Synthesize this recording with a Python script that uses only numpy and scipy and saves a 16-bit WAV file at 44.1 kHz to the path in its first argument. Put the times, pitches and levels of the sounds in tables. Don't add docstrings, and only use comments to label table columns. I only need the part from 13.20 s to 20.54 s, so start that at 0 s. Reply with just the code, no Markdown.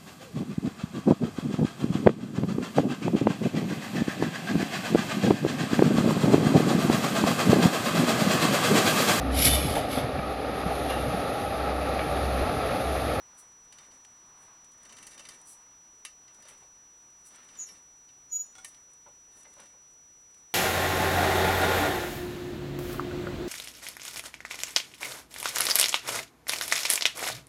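import sys
import numpy as np
from scipy import signal
from scipy.fft import rfft, irfft, next_fast_len
from scipy.io import wavfile
from scipy.ndimage import map_coordinates

SR = 44100
rng = np.random.default_rng(int(sys.argv[2]) if len(sys.argv) > 2 else 0)


def waveform_to_disk(signal):
    frames = np.transpose(np.atleast_2d(signal))
    scaled = np.clip(frames, -1, 1) * 32767
    samples = np.round(scaled).astype(np.int16)
    wavfile.write(sys.argv[1], SR, samples)


N = 323692
TIME = np.arange(N) / SR
CREEP_DB = -78.5


def amp(db):
    return 10 ** (np.asarray(db) / 20)


def unit(x):
    return x / np.sqrt(np.mean(x ** 2) + 1e-20)


def filtered(x, response):
    m = next_fast_len(N + SR // 2)
    return irfft(rfft(x, m) * response(np.fft.rfftfreq(m, 1 / SR)), m)[:N]


def coloured(x, points):
    f, db = np.transpose(points)
    return filtered(x, lambda hz: amp(np.interp(np.log(hz + 1), np.log(f), db)))


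def cut(x, edge_hz, kind, order):
    sos = signal.butter(order, min(edge_hz, SR / 2 - 100), kind, fs=SR, output="sos")
    return signal.sosfilt(sos, x)


def resonate(x, modes):
    def response(f):
        total = 0
        for k, (hz, width, db) in enumerate(modes):
            damping = 1j * f * width
            total = total + (-1) ** k * amp(db) * damping / (hz * hz - f * f + damping)
        return total
    return filtered(x, response)


def noise():
    return rng.standard_normal(N)


def wobble(rate_hz):
    knots = rng.standard_normal(int(N * rate_hz / SR) + 4)
    return map_coordinates(knots, [TIME * rate_hz])


def grains(rate_hz, spread_db):
    hits = rng.random(N) < rate_hz / SR
    size = amp(spread_db * np.clip(noise(), -2, 2))
    return unit(hits * np.sign(noise()) * size)


def burst(t60_s):
    t = TIME[:SR // 2]
    return rng.standard_normal(len(t)) * amp(-60 * t / t60_s)


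def add(track, s, sound):
    part = track[max(round(s * SR), 0):][:len(sound)]
    part += sound[:len(part)]


def cage(x, wet_db, t60_s):
    tail = burst(t60_s) * (1 - np.exp(-TIME[:SR // 2] / 0.0014))
    return x + amp(wet_db) * signal.fftconvolve(x, tail / np.linalg.norm(tail))[:N]


def strokes(rows):
    return sum(amp(db) * np.exp(-.5 * ((TIME - s) / half) ** 2) for s, half, db in rows)


def held(start_s, length_s, rise_db_per_s, fall_db_per_s):
    rise = (TIME - start_s) * rise_db_per_s
    fall = (start_s + length_s - TIME) * fall_db_per_s
    return np.minimum(0, np.minimum(rise, fall))


def room():
    # time_s, level_db
    air_level = [(0, -66), (1.2, -64.5), (2.2, -66.5), (2.7, -69), (3.7, -72), (5, -72.5), (7.34, -78.5)]
    # freq_hz, density_rel_db
    air_colour = [(30, -11), (130, -2.5), (350, -6), (650, -3), (1000, 5), (1500, -2), (2500, -8),
                  (4500, -13.5), (8000, -33)]
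    room_colour = [(12, -38), (20, 0.5), (143, -3), (197, -6), (320, -4.5), (496, -6.5), (583, -10),
                   (718, -8), (1060, -9.5), (1340, -11), (5000, -16.5), (6500, -35), (11000, -120)]
    times_s, levels_db = np.transpose(air_level)
    air_db = np.interp(TIME, times_s, levels_db) + 1.54 * wobble(6.82)
    air = amp(air_db) * unit(coloured(noise(), air_colour))
    return air + amp(-68.5) * unit(coloured(noise(), room_colour))


def electronics():
    # freq_hz, density_rel_db
    hiss_colour = [(3000, -39), (4500, -26), (5300, 3.5), (10000, 0.5), (11200, -9.5), (13000, 3),
                   (16000, -0.5)]
    whine_hz, dip_rate_hz, dip_width_s = 5880, 30, .00033
    from_dip_s = ((TIME * dip_rate_hz + .035) % 1 - .5) / dip_rate_hz
    dip = np.exp(-.5 * (from_dip_s / dip_width_s) ** 2)
    tone = np.sin(2 * np.pi * whine_hz * TIME - .5 * dip)
    whine = np.sqrt(2) * (1 - .5 * dip) * tone
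    return amp(-56.0) * whine + amp(-70) * unit(coloured(noise(), hiss_colour))


def rolling():
    # start_s, length_s, rattle_db
    spurt_rows = [(0.567, 0.19, -66), (1.74, .4, -57), (3.214, 0.21, -65), (4.133, .44, -62),
                  (5.4, 0.18, -67.5), (6.168, .1, -65), (6.405, 0.041, -58.5), (7.17, .06, -72.5)]
    spin_up_db_per_s, coast_db_per_s = 96, 173
    spurts = [db + held(s, length, spin_up_db_per_s, coast_db_per_s) for s, length, db in spurt_rows]
    return np.maximum(np.max(spurts, axis=0), CREEP_DB)


def chatter():
    slips = grains(rate_hz=350, spread_db=6) * amp(rolling() + 3.5)
    return cut(cage(slips, wet_db=-1.5, t60_s=.056), 6300, "low", order=1)


def wheel():
    # freq_hz, width_hz, gain_db
    wheel_modes = [(600, 10, 2.5), (1100, 75, -3), (1257, 15, 3), (1490, 86, -13), (1813, 27, 6.5),
                   (1950, 78, 2), (2090, 120, -0.5), (2285, 24, 5), (2686, 84, -3.5), (2717, 20, 6.5),
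                   (3043, 128, 3), (3647, 31, 7), (3960, 170, -5), (4450, 84, 2), (4916, 160, -2),
                   (5644, 88, 5.5), (6190, 270, -1.5), (6535, 24, 5.5), (7510, 290, -2.5), (8290, 310, 4),
                   (9330, 900, -0.5), (10700, 300, 0), (10860, 18, 8), (11150, 250, 1), (12900, 6500, -16)]
    # freq_hz, density_rel_db
    rumble_colour = [(40, -11), (120, -8), (190, -0.5), (250, 3), (330, -2.5), (450, -3), (800, -3),
                     (1400, -3), (2200, -14), (4000, -22)]
    creep_rumble_db, rumble_db_per_rattle_db = -76.5, 0.66
    growth_db = rumble_db_per_rattle_db * (rolling() - CREEP_DB)
    rumble_db = creep_rumble_db + growth_db + 2.2 * wobble(30)
    rumble = unit(coloured(noise(), rumble_colour)) * amp(rumble_db)
    contacts = ticks() + chatter()
    direct = amp(-12) * cut(contacts, 1200, "high", order=2)
    return resonate(contacts, wheel_modes) + direct + rumble


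def taps():
    # time_s, tip_drive_db, wire_drive_db
    tap_rows = [(0.848, -56, -46.5), (1.4441, -44, -55), (1.517, -47, -60), (1.6307, -43, -58),
                (1.9121, -40, -52), (2.2134, -40.5, -66), (3.145, -44, -57), (4.1573, -41, -57),
                (5.2634, -45, -68), (5.545, -51, -51), (5.733, -44, -68), (6.2312, -42, -61),
                (6.337, -46, -62), (6.3996, -38.5, -49), (7.1432, -48, -55)]
    tips, wires = np.zeros((2, N))
    for s, tip_db, wire_db in tap_rows:
        click = burst(t60_s=.03) + amp(-16) * burst(t60_s=.15)
        add(tips, s + 0.0012, amp(tip_db + 3) * click)
        add(wires, s + 0.0005, amp(wire_db + 3) * click)
    steps = grains(rate_hz=45, spread_db=3.5)
    patter = unit(signal.fftconvolve(steps, burst(t60_s=.045))[:N])
    tips += patter * amp(-65 + 0.41 * (rolling() - CREEP_DB))
    tips = cut(cut(tips, 9300, "high", order=3), 8970, "low", order=4)
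    return tips + cut(cut(wires, 1800, "high", order=2), 7900, "low", order=2)


def scratches():
    # middle_s, half_length_s, level_db
    scratch_rows = [(.197, 0.015, -53), (1.23, 0.038, -66), (2.303, 0.027, -50), (3.295, .013, -56),
                    (4.072, 0.015, -54.5), (5.155, .012, -60.5), (5.487, 0.0088, -55), (6.183, .031, -63)]
    # freq_hz, density_rel_db
    claw_colour = [(1000, -33), (3000, -19), (4200, -9.5), (6500, -7.5), (8000, 2.5), (10200, 3.5),
                   (11300, -4), (13000, -1), (16000, -13.5)]
    rasp = unit(coloured(grains(rate_hz=4000, spread_db=3), claw_colour))
    return cage(strokes(scratch_rows) * rasp, wet_db=-8, t60_s=0.29)


def ticks():
    # time_s, ring_drive_db, treble_drive_db
    tick_rows = [(.5232, -44, -49), (0.5837, -43.5, -52), (.6474, -56, -64), (.7114, -52, -64),
                 (1.6504, -46, -52), (1.693, -43, -57), (1.724, -45, -50), (1.7669, -45, -51),
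                 (1.783, -45, -50), (1.8262, -41, -44.5), (1.8671, -40.5, -38.5), (1.9767, -41.5, -49),
                 (1.9931, -36.5, -45.5), (2.0507, -41, -62), (2.0866, -38, -40), (2.8494, -31, -38.5),
                 (3.078, -48, -72), (3.2221, -49, -51), (3.252, -51, -59), (3.2838, -45.5, -46),
                 (4.2867, -46, -71), (4.352, -46, -63), (4.3989, -50, -51), (4.4867, -43.5, -59),
                 (4.8874, -51.5, -80), (5.445, -36.5, -34)]
    body, treble = np.zeros((2, N))
    for s, ring_db, treble_db in tick_rows:
        hit = burst(t60_s=0.044) + amp(-10.5) * burst(t60_s=0.19)
        add(body, s + .0007, amp(ring_db + 2.5) * hit)
        add(treble, s + .0007, amp(treble_db + 2.5) * hit)
    body = cut(body, 6380, "low", order=5)
    return body + cut(cut(treble, 6150, "high", order=5), 15300, "low", order=2)


def bumps():
    # time_s, drive_db
    bump_rows = [(0.561, -61), (1.99, -55), (3.18, -62), (3.248, -54), (3.305, -57), (3.415, -55.5),
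                 (4.135, -57.5), (5.857, -47), (6.248, -53.5), (6.362, -51), (6.39, -52), (6.53, -55.5)]
    # freq_hz, width_hz, gain_db
    stand_modes = [(230, 420, -13.5), (574, 52, 1.5), (784, 130, -4.5), (994, 180, -3.5), (1456, 63, -7.5),
                   (2200, 500, -17)]
    rise_s, t60_s = 0.0032, 0.21
    push, t = np.zeros(N), TIME[:SR // 2]
    for s, db in bump_rows:
        add(push, s, amp(db) * burst(t60_s) * (1 - np.exp(-t / rise_s)))
    return amp(16.0) * resonate(push, stand_modes)


def scuffs():
    # middle_s, half_length_s, level_db
    scuff_rows = [(.63, 0.027, -69), (3.305, 0.041, -61), (4.2, 0.047, -62.5), (4.39, .045, -64.5),
                  (6.257, 0.0055, -59), (6.405, 0.017, -59)]
    # freq_hz, density_rel_db
    pad_colour = [(300, -11), (700, -15), (1400, 4), (2200, 0), (3500, -3), (5000, -10), (9000, -29)]
    rub = unit(coloured(grains(rate_hz=900, spread_db=3), pad_colour))
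    return cage(strokes(scuff_rows) * rub, wet_db=-8.5, t60_s=0.14)


def crossbar():
    # time_s, drive_db
    clink_rows = [(2.8493, -36), (5.4454, -39)]
    # freq_hz, width_hz, gain_db
    bar_modes = [(900, 300, -10), (1820, 35, 5), (2330, 90, -1), (10650, 140, 0), (10850, 30, 12),
                 (11130, 80, 2)]
    blows = np.zeros(N)
    for s, db in clink_rows:
        add(blows, s, amp(db) * burst(t60_s=0.031))
    return amp(11) * resonate(blows, bar_modes)


def knocks():
    # time_s, drive_db
    knock_rows = [(4.144, -61), (4.225, -76), (5.352, -53), (5.382, -50), (5.39, -64)]
    # freq_hz, width_hz, gain_db
    frame_modes = [(766, 5.4, 4), (1414, 29, 3.5), (2197, 37, -2), (3060, 76, -12), (3400, 33, 0),
                   (5000, 130, -9), (5700, 180, -4), (8800, 200, -7.5)]
    blows = np.zeros(N)
    for s, db in knock_rows:
        add(blows, s, amp(db) * (burst(t60_s=0.084) + amp(-7.0) * burst(t60_s=0.21)))
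    return amp(19) * resonate(blows, frame_modes) + amp(1.0) * cut(blows, 8400, "low", order=1)


def grip(start_s, length_s, db):
    return amp(db + held(start_s, length_s, rise_db_per_s=3000, fall_db_per_s=430))


def squeal(hz, jitter_hz, overtone_db):
    phase = 2 * np.pi * np.cumsum(hz + jitter_hz * wobble(600)) / SR
    return np.sqrt(2) * (np.sin(phase) + amp(overtone_db) * np.sin(2 * phase))


def axle():
    # start_s, length_s, pitch_hz, level_db
    ring_rows = [(4.39, .037, 6846, -38), (4.405, 0.024, 6327, -46), (6.259, .004, 2060, -62.5)]
    # middle_s, half_length_s, level_db
    swell_rows = [(5.134, 0.0092, -31.5), (5.163, .0105, -28.5), (5.208, 0.013, -32), (5.244, 0.0035, -47),
                  (5.263, .005, -60)]
    slide_start_s, slide_length_s, slide_db = 4.374, .13, -52.5
    top_hz, bottom_hz, fall_hz_per_s = 7100, 5594, 14000
    song_start_s, song_length_s, song_db, song_hz = 5.1, 0.21, -61.5, 6848

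    slide_hz = np.clip(top_hz - fall_hz_per_s * (TIME - slide_start_s), bottom_hz, top_hz)
    stutter = unit(amp(4.5 * np.tanh(wobble(170))))
    rasp = squeal(slide_hz + 50 * wobble(110), jitter_hz=120, overtone_db=-12)
    slide = grip(slide_start_s, slide_length_s, slide_db) * stutter * rasp

    rings = np.zeros(N)
    for s, length, hz, db in ring_rows:
        rings += grip(s, length, db) * squeal(hz, jitter_hz=5, overtone_db=-40)

    note = squeal(song_hz + 15 * wobble(55), jitter_hz=2, overtone_db=-18)
    song = (grip(song_start_s, song_length_s, song_db) + strokes(swell_rows)) * note
    return cage(slide, wet_db=-4, t60_s=0.091) + cage(rings + song, wet_db=-31, t60_s=0.25)


def scene():
    animal = taps() + scratches() + scuffs() + bumps()
    metal = wheel() + crossbar() + knocks() + axle()
    return (metal + animal + room() + electronics())[None]


def record(dry):
    # freq_hz, gain_db
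    output_response = [(11200, 0), (11480, -7), (11780, -26), (12150, -11), (13000, -8), (15800, -9)]
    top_hz = 15850
    return filtered(coloured(dry[0], output_response), lambda hz: hz < top_hz)[None]


dry = scene()
out = record(dry)
waveform_to_disk(out)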